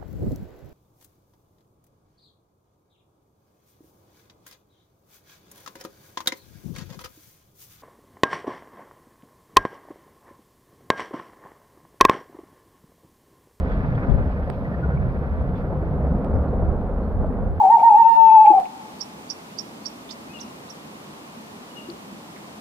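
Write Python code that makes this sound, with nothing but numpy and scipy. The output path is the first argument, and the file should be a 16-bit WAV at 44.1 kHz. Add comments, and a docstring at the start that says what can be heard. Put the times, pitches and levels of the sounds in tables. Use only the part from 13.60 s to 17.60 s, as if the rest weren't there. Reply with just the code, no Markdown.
"""At a volcanic crater, outdoors, with a two-port microphone set well back from a churning lava lake.
Gas bursting through the lava booms and rumbles, the fountains roar in surges, single bubbles slap open.
Off to the right, falling spatter hisses and crackles, with faint pips in the hiss.
Close up, wind buffets the ports, there are soft rustles, and twice something ticks on the microphone."""
import sys
import numpy as np
from scipy import signal
from scipy.fft import rfft, irfft
from scipy.io import wavfile
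from scipy.ndimage import uniform_filter1d

SR = 44100
rng = np.random.default_rng(int(sys.argv[2]) if len(sys.argv) > 2 else 0)


def unload_audio(sound):
    """Save the sound as a 16-bit wav file, at the path given as the first command line argument."""
    columns = np.transpose(np.atleast_2d(sound))
    # keep every value between -1 and 1, then stretch to whole-number steps
    steps = np.round(np.clip(columns, -1, 1) * 32767)
    wavfile.write(sys.argv[1], SR, steps.astype(np.int16))


N = 176400

# How each distant layer rises and falls. Each row: time in seconds, relative level in dB.
SUB_LEVEL = [(0, -27.5), (.35, -33.5), (.8, -35), (1.2, -46), (1.55, -30.5), (2.2, -36.5), (2.52, -28.5),
             (2.8, -36), (3.03, -28), (3.45, -31.5), (3.88, -31.5), (4, -61)]
BOOM_LEVEL = [(0, -11.5), (.07, -36), (.22, -23), (.4, -38), (.6, -21), (.85, -27.5), (1.05, -35.5),
              (1.32, -18), (1.55, -44), (1.78, -21), (1.88, -30), (2.1, -26.5), (2.5, -27), (2.68, -41),
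              (2.77, -16), (2.88, -27.5), (3.12, -33), (3.25, -36.5), (3.56, -22.5), (3.78, -48.5),
              (3.88, -28), (4, -24)]
RUMBLE_LEVEL = [(0.0, -33.5), (0.36, -20), (0.52, -43), (0.6, -30), (1.0, -33), (1.36, -22), (1.64, -30.5),
                (1.76, -34), (1.88, -26.5), (2.2, -27.5), (2.5, -24), (2.64, -35.5), (2.84, -26.5),
                (3.24, -29.5), (3.32, -36.5), (3.72, -37), (3.84, -29), (3.99, -42)]
CHURN_LEVEL = [(0.0, -28), (0.6, -25), (0.8, -32), (1.12, -26.5), (1.24, -34), (1.48, -28), (1.68, -31),
               (2.0, -28.5), (2.12, -32.5), (2.56, -24), (2.8, -26), (3.36, -28), (3.76, -25.5),
               (3.99, -33.5)]
ROAR_LEVEL = [(0.0, -29.5), (0.28, -31), (0.44, -28), (0.8, -30.5), (1.24, -30.5), (1.28, -26),
              (1.36, -31.5), (1.84, -30.5), (2.88, -25), (2.92, -28), (3.12, -26.5), (3.2, -29.5),
              (3.36, -28.5), (3.58, -30), (3.64, -25), (3.68, -29.5), (3.8, -28.5), (3.99, -31.5)]
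HISS_LEVEL = [(0, -46.5), (.2, -48), (.55, -48), (.95, -54), (1.3, -51.5), (1.68, -52), (1.85, -55),
              (2.7, -58), (3.2, -60.5), (4, -58.5)]
FIZZ_LEVEL = [(0, -58), (.12, -57), (.28, -59.5), (.5, -59.5), (.8, -61), (1.5, -62.5), (2.5, -64.5),
              (3.4, -66), (4, -67)]
# Tone of each layer at the microphone. Each row: frequency in Hz, relative spectral density in dB.
SUB_SPECTRUM = [(12, -25), (22, -9), (33, -12.5), (44, 3), (54, -22), (70, -3.5), (120, -38)]
RUMBLE_SPECTRUM = [(55, -36.5), (85, -11), (100, 1), (115, -4), (135, 2), (160, 1), (180, -4), (230, -30.5)]
CHURN_SPECTRUM = [(130, -23.5), (170, -2), (195, 0), (225, -5), (262, -4), (300, -20.5), (350, -29.5),
                  (480, -48)]
ROAR_SPECTRUM = [(200, -21.5), (290, -3), (325, 0.5), (355, -8), (385, 1.5), (430, -1.5), (490, 2),
                 (580, -1), (720, -4.5), (920, -10.5), (1150, -14), (1400, -18), (1800, -29.5),
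                 (2400, -40.5), (3500, -63.5)]
HISS_SPECTRUM = [(400, -14.5), (750, 1), (1100, 0.5), (1450, 3), (1800, -1.5), (2000, -4.5), (2500, -13),
                 (3000, -29), (4500, -42)]
FIZZ_SPECTRUM = [(1500, -14.5), (2400, 2.5), (3050, -0.5), (3450, -1.5), (3850, -4.5), (4800, -8),
                 (5600, -13.5), (7000, -26), (9000, -47.5)]
WIND_SPECTRUM = [(12, -24), (25, -4.5), (45, -5), (65, 3.5), (90, -1), (115, -9), (140, -18), (190, -23),
                 (300, -30), (600, -43), (1500, -81.5)]
RUSTLE_SPECTRUM = [(1200, -19), (2300, 5), (3400, -3), (4800, -10), (6500, -25.5), (12000, -43)]
MIC_HISS_SPECTRUM = [(3000, -6.5), (7300, -11), (8600, -3.5), (11500, 2), (15500, -1.5)]
# How alike the ports hear the crater ahead and the hiss at right. Each row: frequency in Hz, correlation.
CRATER_LIKENESS = [(30, .95), (130, .985), (250, .98), (600, .97), (1000, .9), (1600, .75), (4000, .3)]
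HISS_LIKENESS = [(600, 0.29), (1700, 0.9), (2600, 0.56), (3500, 0.22), (5000, 0.092), (8000, .05)]
# Rustles close by. Each row: peak time in seconds, spread in seconds, level in dB.
RUSTLES = [(0.144, 0.045, -64), (0.357, 0.0075, -58), (0.719, 0.0074, -55.5), (0.939, 0.015, -58),
           (1.979, .022, -57.5)]
# Pips in the hiss. Each row: peak time and spread in seconds, pitch and width in Hz, level in dB.
PIPS = [(0.118, 0.029, 3460, 223, -60), (0.135, 0.0063, 2670, 250, -60), (.353, .005, 3150, 300, -57.5),
        (0.512, .012, 3430, 110, -63), (0.54, .015, 1820, 61, -49), (1.056, .008, 1900, 150, -44),
        (1.144, 0.0099, 1810, 70, -43), (1.242, 0.01, 1443, 30, -35.5), (1.318, .024, 1451, 55, -42),
        (1.376, 0.0038, 2260, 133, -45.5), (1.967, .012, 3450, 130, -61.5), (2.758, .011, 5040, 70, -72.5),
        (2.888, 0.006, 4160, 254, -68), (3.446, 0.019, 4250, 251, -71)]
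# Ticks on the microphone. Each row: start in seconds, left and right strength in dB, ring offset in dB.
TICKS = [(0.9007, -26, -3, -16.5), (2.6468, -33, -13, -17)]
# The casing's resonances. Each row: frequency in Hz, relative level in dB, seconds to fall 60 dB.
CASING_MODES = [(1320, -4, 0.006), (1880, -15, 0.0088), (3150, -33, .012), (4740, -29, 0.035),
                (8200, -21.5, 0.0081), (8850, -34, .006), (12500, -37, .0015)]
# The casing's narrow dips in a tick's treble. Each row: frequency in Hz, Q.
CASING_DIPS = [(6300, 4.7), (10000, 13)]
# Wind buffets. Each row: peak time and nominal spread in seconds, left and right level in dB.
BUFFETS = [(0.53, 0.038, -11, -42), (0.6, 0.074, -24, -31), (1.436, 0.096, -35.5, -22.5),
           (1.768, 0.057, -26, -26), (2.753, .035, -18, -26), (3.07, 0.12, -36.5, -22.5),
           (3.599, 0.039, -30, -22.5), (3.698, 0.032, -27, -27), (3.858, 0.093, -27, -23.5)]
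# Thuds that open sharp buffets at the left port. Each row: peak time and spread in seconds, level in dB.
THUDS = [(0.501, 0.0062, -9), (0.589, 0.016, -24.5)]
# Bubbles heard above the roar. Each row: start and decay in seconds, centre in Hz, relative level in dB.
BUBBLES = [(0.243, 0.0074, 747, -35), (0.868, 0.031, 600, -33), (1.894, 0.016, 533, -35),
           (2.118, 0.019, 560, -29.5), (2.544, 0.017, 134, -16), (2.774, .012, 490, -35),
           (2.933, 0.014, 550, -26.5), (3.021, .011, 497, -22.5), (3.128, 0.011, 480, -26.5),
           (3.642, 0.011, 565, -25), (3.784, 0.011, 580, -27)]

# Gains added to the level curves.
SUB_DB, BOOM_DB, RUMBLE_DB, CHURN_DB = 3.5, -2.5, -2, -4
ROAR_DB, HISS_DB, FIZZ_DB, CRACKLE_DB = -4, 6.5, -2.5, -9
HISS_LAG_S, ROAR_LAG_S = 0.00023, 0.00002  # how much later the left port is reached
PAN = np.array([[.5], [-.5]])  # splits a left-minus-right level between the ports


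def from_db(db):
    """Decibels to gain."""
    return 10 ** (np.asarray(db) / 20)


def unit_rms(x):
    """Scale to unit rms."""
    return x / np.sqrt(np.mean(x ** 2) + 1e-20)


def in_time(rows):
    """A curve's value at every sample."""
    return np.interp(np.arange(N) / SR, *np.transpose(rows))


def bin_hz():
    """Frequency of every spectral bin, at least 1 Hz."""
    return np.maximum(np.arange(N // 2 + 1) * SR / N, 1)


def at_hz(points):
    """A table's value at every bin, joined on a log axis."""
    hz, value = np.transpose(points)
    return np.interp(np.log(bin_hz()), np.log(hz), value)


def colour(points):
    """Gain per bin, falling steeply beyond the table's ends."""
    hz = bin_hz()
    skirts = np.minimum(1, hz / points[0][0]) * np.minimum(1, points[-1][0] / hz)
    return from_db(at_hz(points)) * skirts ** 4


def resonance(hz, width_hz):
    """Gain per bin of a resonance applied twice."""
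    f = bin_hz()
    return 1 / (1 + ((f * f - hz * hz) / (2 * f * width_hz) * np.sqrt(2)) ** 2)


def drift(rate_hz):
    """A random wander of unit rms, mostly slower than the given rate."""
    return unit_rms(irfft(rfft(rng.standard_normal(N)) / (1 + (bin_hz() / rate_hz) ** 2), N))


def swell(peak_s, spread_s):
    """A bell-shaped rise and fall."""
    return np.exp(-.5 * ((np.arange(N) / SR - peak_s) / spread_s) ** 2)


def ring(clicks, hz, t60):
    """A unit click sets a sine of height one ringing."""
    r, w = from_db(-60 / (t60 * SR)), 2 * np.pi * hz / SR
    return signal.lfilter([0, np.sin(w)], [1, -2 * r * np.cos(w), r * r], clicks + 1e-18)


def near_noise(gain):
    """Coloured noise, unrelated at the two ports."""
    return unit_rms(irfft(rfft(rng.standard_normal((2, N))) * gain, N))


def far_noise(gain, lag_s=0, likeness=CRATER_LIKENESS):
    """Coloured noise from a distance, partly alike at the two ports, the left one later by the lag."""
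    mid, side = rfft(rng.standard_normal((2, N))) * gain
    alike = np.clip(at_hz(likeness), -1, 1)
    ports = np.sqrt(1 + alike) * mid + np.sqrt(1 - alike) * side * np.array([[1], [-1]])
    ports[0] *= np.exp(-2j * np.pi * bin_hz() * lag_s)
    return unit_rms(irfft(ports, N))


def steady(x, window_s):
    """Even out a noise's slow swings so that its level follows its own control."""
    window = window_s * SR
    power = uniform_filter1d(np.mean(x ** 2, axis=0), int(window), mode="wrap")
    power = uniform_filter1d(power, int(window / 2), mode="wrap")
    return unit_rms(x / np.sqrt(power + 1e-9))


def rustles():
    """Brief soft rustles close to the microphone."""
    envelope = sum(from_db(db) * swell(s, spread) for s, spread, db in RUSTLES)
    return envelope * near_noise(colour(RUSTLE_SPECTRUM))


def pips():
    """Short, faint whistles of narrow-band noise off to the right."""
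    out = 0
    for s, spread, hz, width, db in PIPS:
        whistle = far_noise(resonance(hz, width), HISS_LAG_S, HISS_LIKENESS)
        out += from_db(db) * swell(s, spread) * steady(whistle, window_s=0.027)
    return out


def ticks():
    """Each tick on the microphone is a heavily damped knock that sets the casing ringing."""
    knocks, strikes = np.zeros((2, 2, N))
    for s, left, right, ring_db in TICKS:
        knocks[:, int(s * SR)] = -from_db([left, right])
        strikes[:, int(s * SR)] = -from_db([left + ring_db, right + ring_db])
    casing = sum(from_db(db) * ring(strikes, hz, t60) for hz, db, t60 in CASING_MODES)
    out = ring(knocks, hz=392, t60=0.0038) + casing
    for hz, q in CASING_DIPS:
        out = signal.lfilter(*signal.iirnotch(hz, q, fs=SR), out)
    return out


def wind(breeze_db=-34.5):
    """Lumpy turbulence right on the microphone, its own at each port, with stronger buffets and thuds."""
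    tone = colour(WIND_SPECTRUM)
    breeze = from_db(breeze_db) * near_noise(tone)
    push = sum(from_db([[left], [right]]) * swell(s, spread) ** 2 for s, spread, left, right in BUFFETS)
    eddies = np.vstack([steady(port[None], window_s=0.055) for port in near_noise(tone)])
    knock = steady(near_noise(resonance(hz=125, width_hz=24))[:1], window_s=0.041)
    thuds = sum(from_db(db) * swell(s, spread) for s, spread, db in THUDS) * knock
    return breeze + push * eddies + np.vstack([thuds, np.zeros(N)])


def crackle(per_s=430, low_hz=1600, high_hz=4800, pitches=16, spread_db=4.5, octave_db=-5, cut_hz=4500):
    """Small impacts, dulled by distance, each ring briefly in the hiss; higher ones are weaker."""
    sizes = from_db(spread_db * np.minimum(rng.exponential(1, N), 2)) * rng.uniform(-1.3, 1, (2, N))
    impacts = sizes * (rng.random(N) < per_s / SR)
    pitch_index = rng.integers(0, pitches, N)
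    rings = 0
    for k, hz in enumerate(np.geomspace(low_hz, high_hz, pitches)):
        gain = from_db(octave_db * np.log2(hz / low_hz))
        rings += gain * ring(impacts * (pitch_index == k), hz, t60=32 / hz)
    dulled = signal.sosfilt(signal.butter(6, cut_hz, fs=SR, output="sos"), rings)
    return from_db(CRACKLE_DB + in_time(FIZZ_LEVEL)) * unit_rms(dulled)


def spatter(patter_db=2.5, grain_db=1.1, pan_db=-1.0):
    """Falling clots and sliding rubble far to the right, blurred to a pattering hiss and a finer fizz."""
    hiss_db = HISS_DB + in_time(HISS_LEVEL) + patter_db * drift(rate_hz=30) + PAN * pan_db
    hiss = from_db(hiss_db) * far_noise(colour(HISS_SPECTRUM), HISS_LAG_S, HISS_LIKENESS)
    fizz_db = FIZZ_DB + in_time(FIZZ_LEVEL) + grain_db * drift(rate_hz=78)
    fizz = from_db(fizz_db) * far_noise(colour(FIZZ_SPECTRUM), HISS_LAG_S, HISS_LIKENESS)
    return hiss + fizz


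def bubbles(attack_s=0.002, q=2.2, cut_hz=1200):
    """Single bubbles of gas break open with a slap that dies away quickly, dulled by distance."""
    slaps = 0
    for s, decay_s, hz, db in BUBBLES:
        age = np.maximum(np.arange(N) / SR - s, 0)
        envelope = (1 - np.exp(-age / attack_s)) * np.exp(-np.maximum(age - attack_s, 0) / decay_s)
        gas = steady(far_noise(resonance(hz, hz / q), ROAR_LAG_S), window_s=0.01)
        slaps += from_db(db) * envelope * gas
    return signal.sosfilt(signal.butter(4, cut_hz, fs=SR, output="sos"), slaps)


def fountains(puffs_per_s=63, puff_decay_s=0.0059, puff_depth=0.21, flutter_db=0.5, pan_db=-1.84):
    """The distant roar of gas and lava thrown upward, roughened by sudden short puffs."""
    starts = (rng.random(N) < puffs_per_s / SR) * rng.random(N) * 2
    puffs = signal.lfilter([1], [1, -np.exp(-1 / (puff_decay_s * SR))], starts + 1e-18)
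    attack = int(0.002 * SR)
    puffs = uniform_filter1d(uniform_filter1d(puffs, attack), attack)
    roar = far_noise(colour(ROAR_SPECTRUM), ROAR_LAG_S) * (1 + puff_depth * puffs)
    level_db = ROAR_DB + in_time(ROAR_LEVEL) - flutter_db * drift(rate_hz=25) + PAN * pan_db
    return from_db(level_db) * steady(roar, window_s=0.48)


def lava_lake():
    """Gas bursting far ahead: a sub-bass heave, the boom of the bowl, a rumble and churning above it."""
    sub = steady(far_noise(colour(SUB_SPECTRUM)), window_s=0.42)
    boom = steady(far_noise(resonance(hz=68, width_hz=15)), window_s=0.1)
    rumble = steady(far_noise(colour(RUMBLE_SPECTRUM)), window_s=0.17)
    churn = steady(far_noise(colour(CHURN_SPECTRUM)), window_s=0.21)
    return (from_db(SUB_DB + in_time(SUB_LEVEL)) * sub
            + from_db(BOOM_DB + in_time(BOOM_LEVEL)) * boom
            + from_db(RUMBLE_DB + in_time(RUMBLE_LEVEL)) * rumble
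            + from_db(CHURN_DB + in_time(CHURN_LEVEL)) * churn)


def scene():
    """The eruption in the distance, the wind and the small sounds at the microphone."""
    return (lava_lake() + fountains() + spatter() + crackle()
            + wind() + pips() + rustles() + ticks() + bubbles())


def record(dry, hiss_db=-74, cut_hz=15500):
    """The microphone adds its own faint hiss; the top is cut steeply."""
    noisy = dry + from_db(hiss_db) * near_noise(colour(MIC_HISS_SPECTRUM))
    return signal.sosfilt(signal.ellip(12, .1, 80, cut_hz, fs=SR, output="sos"), noisy)


dry = scene()
out = record(dry)
unload_audio(out)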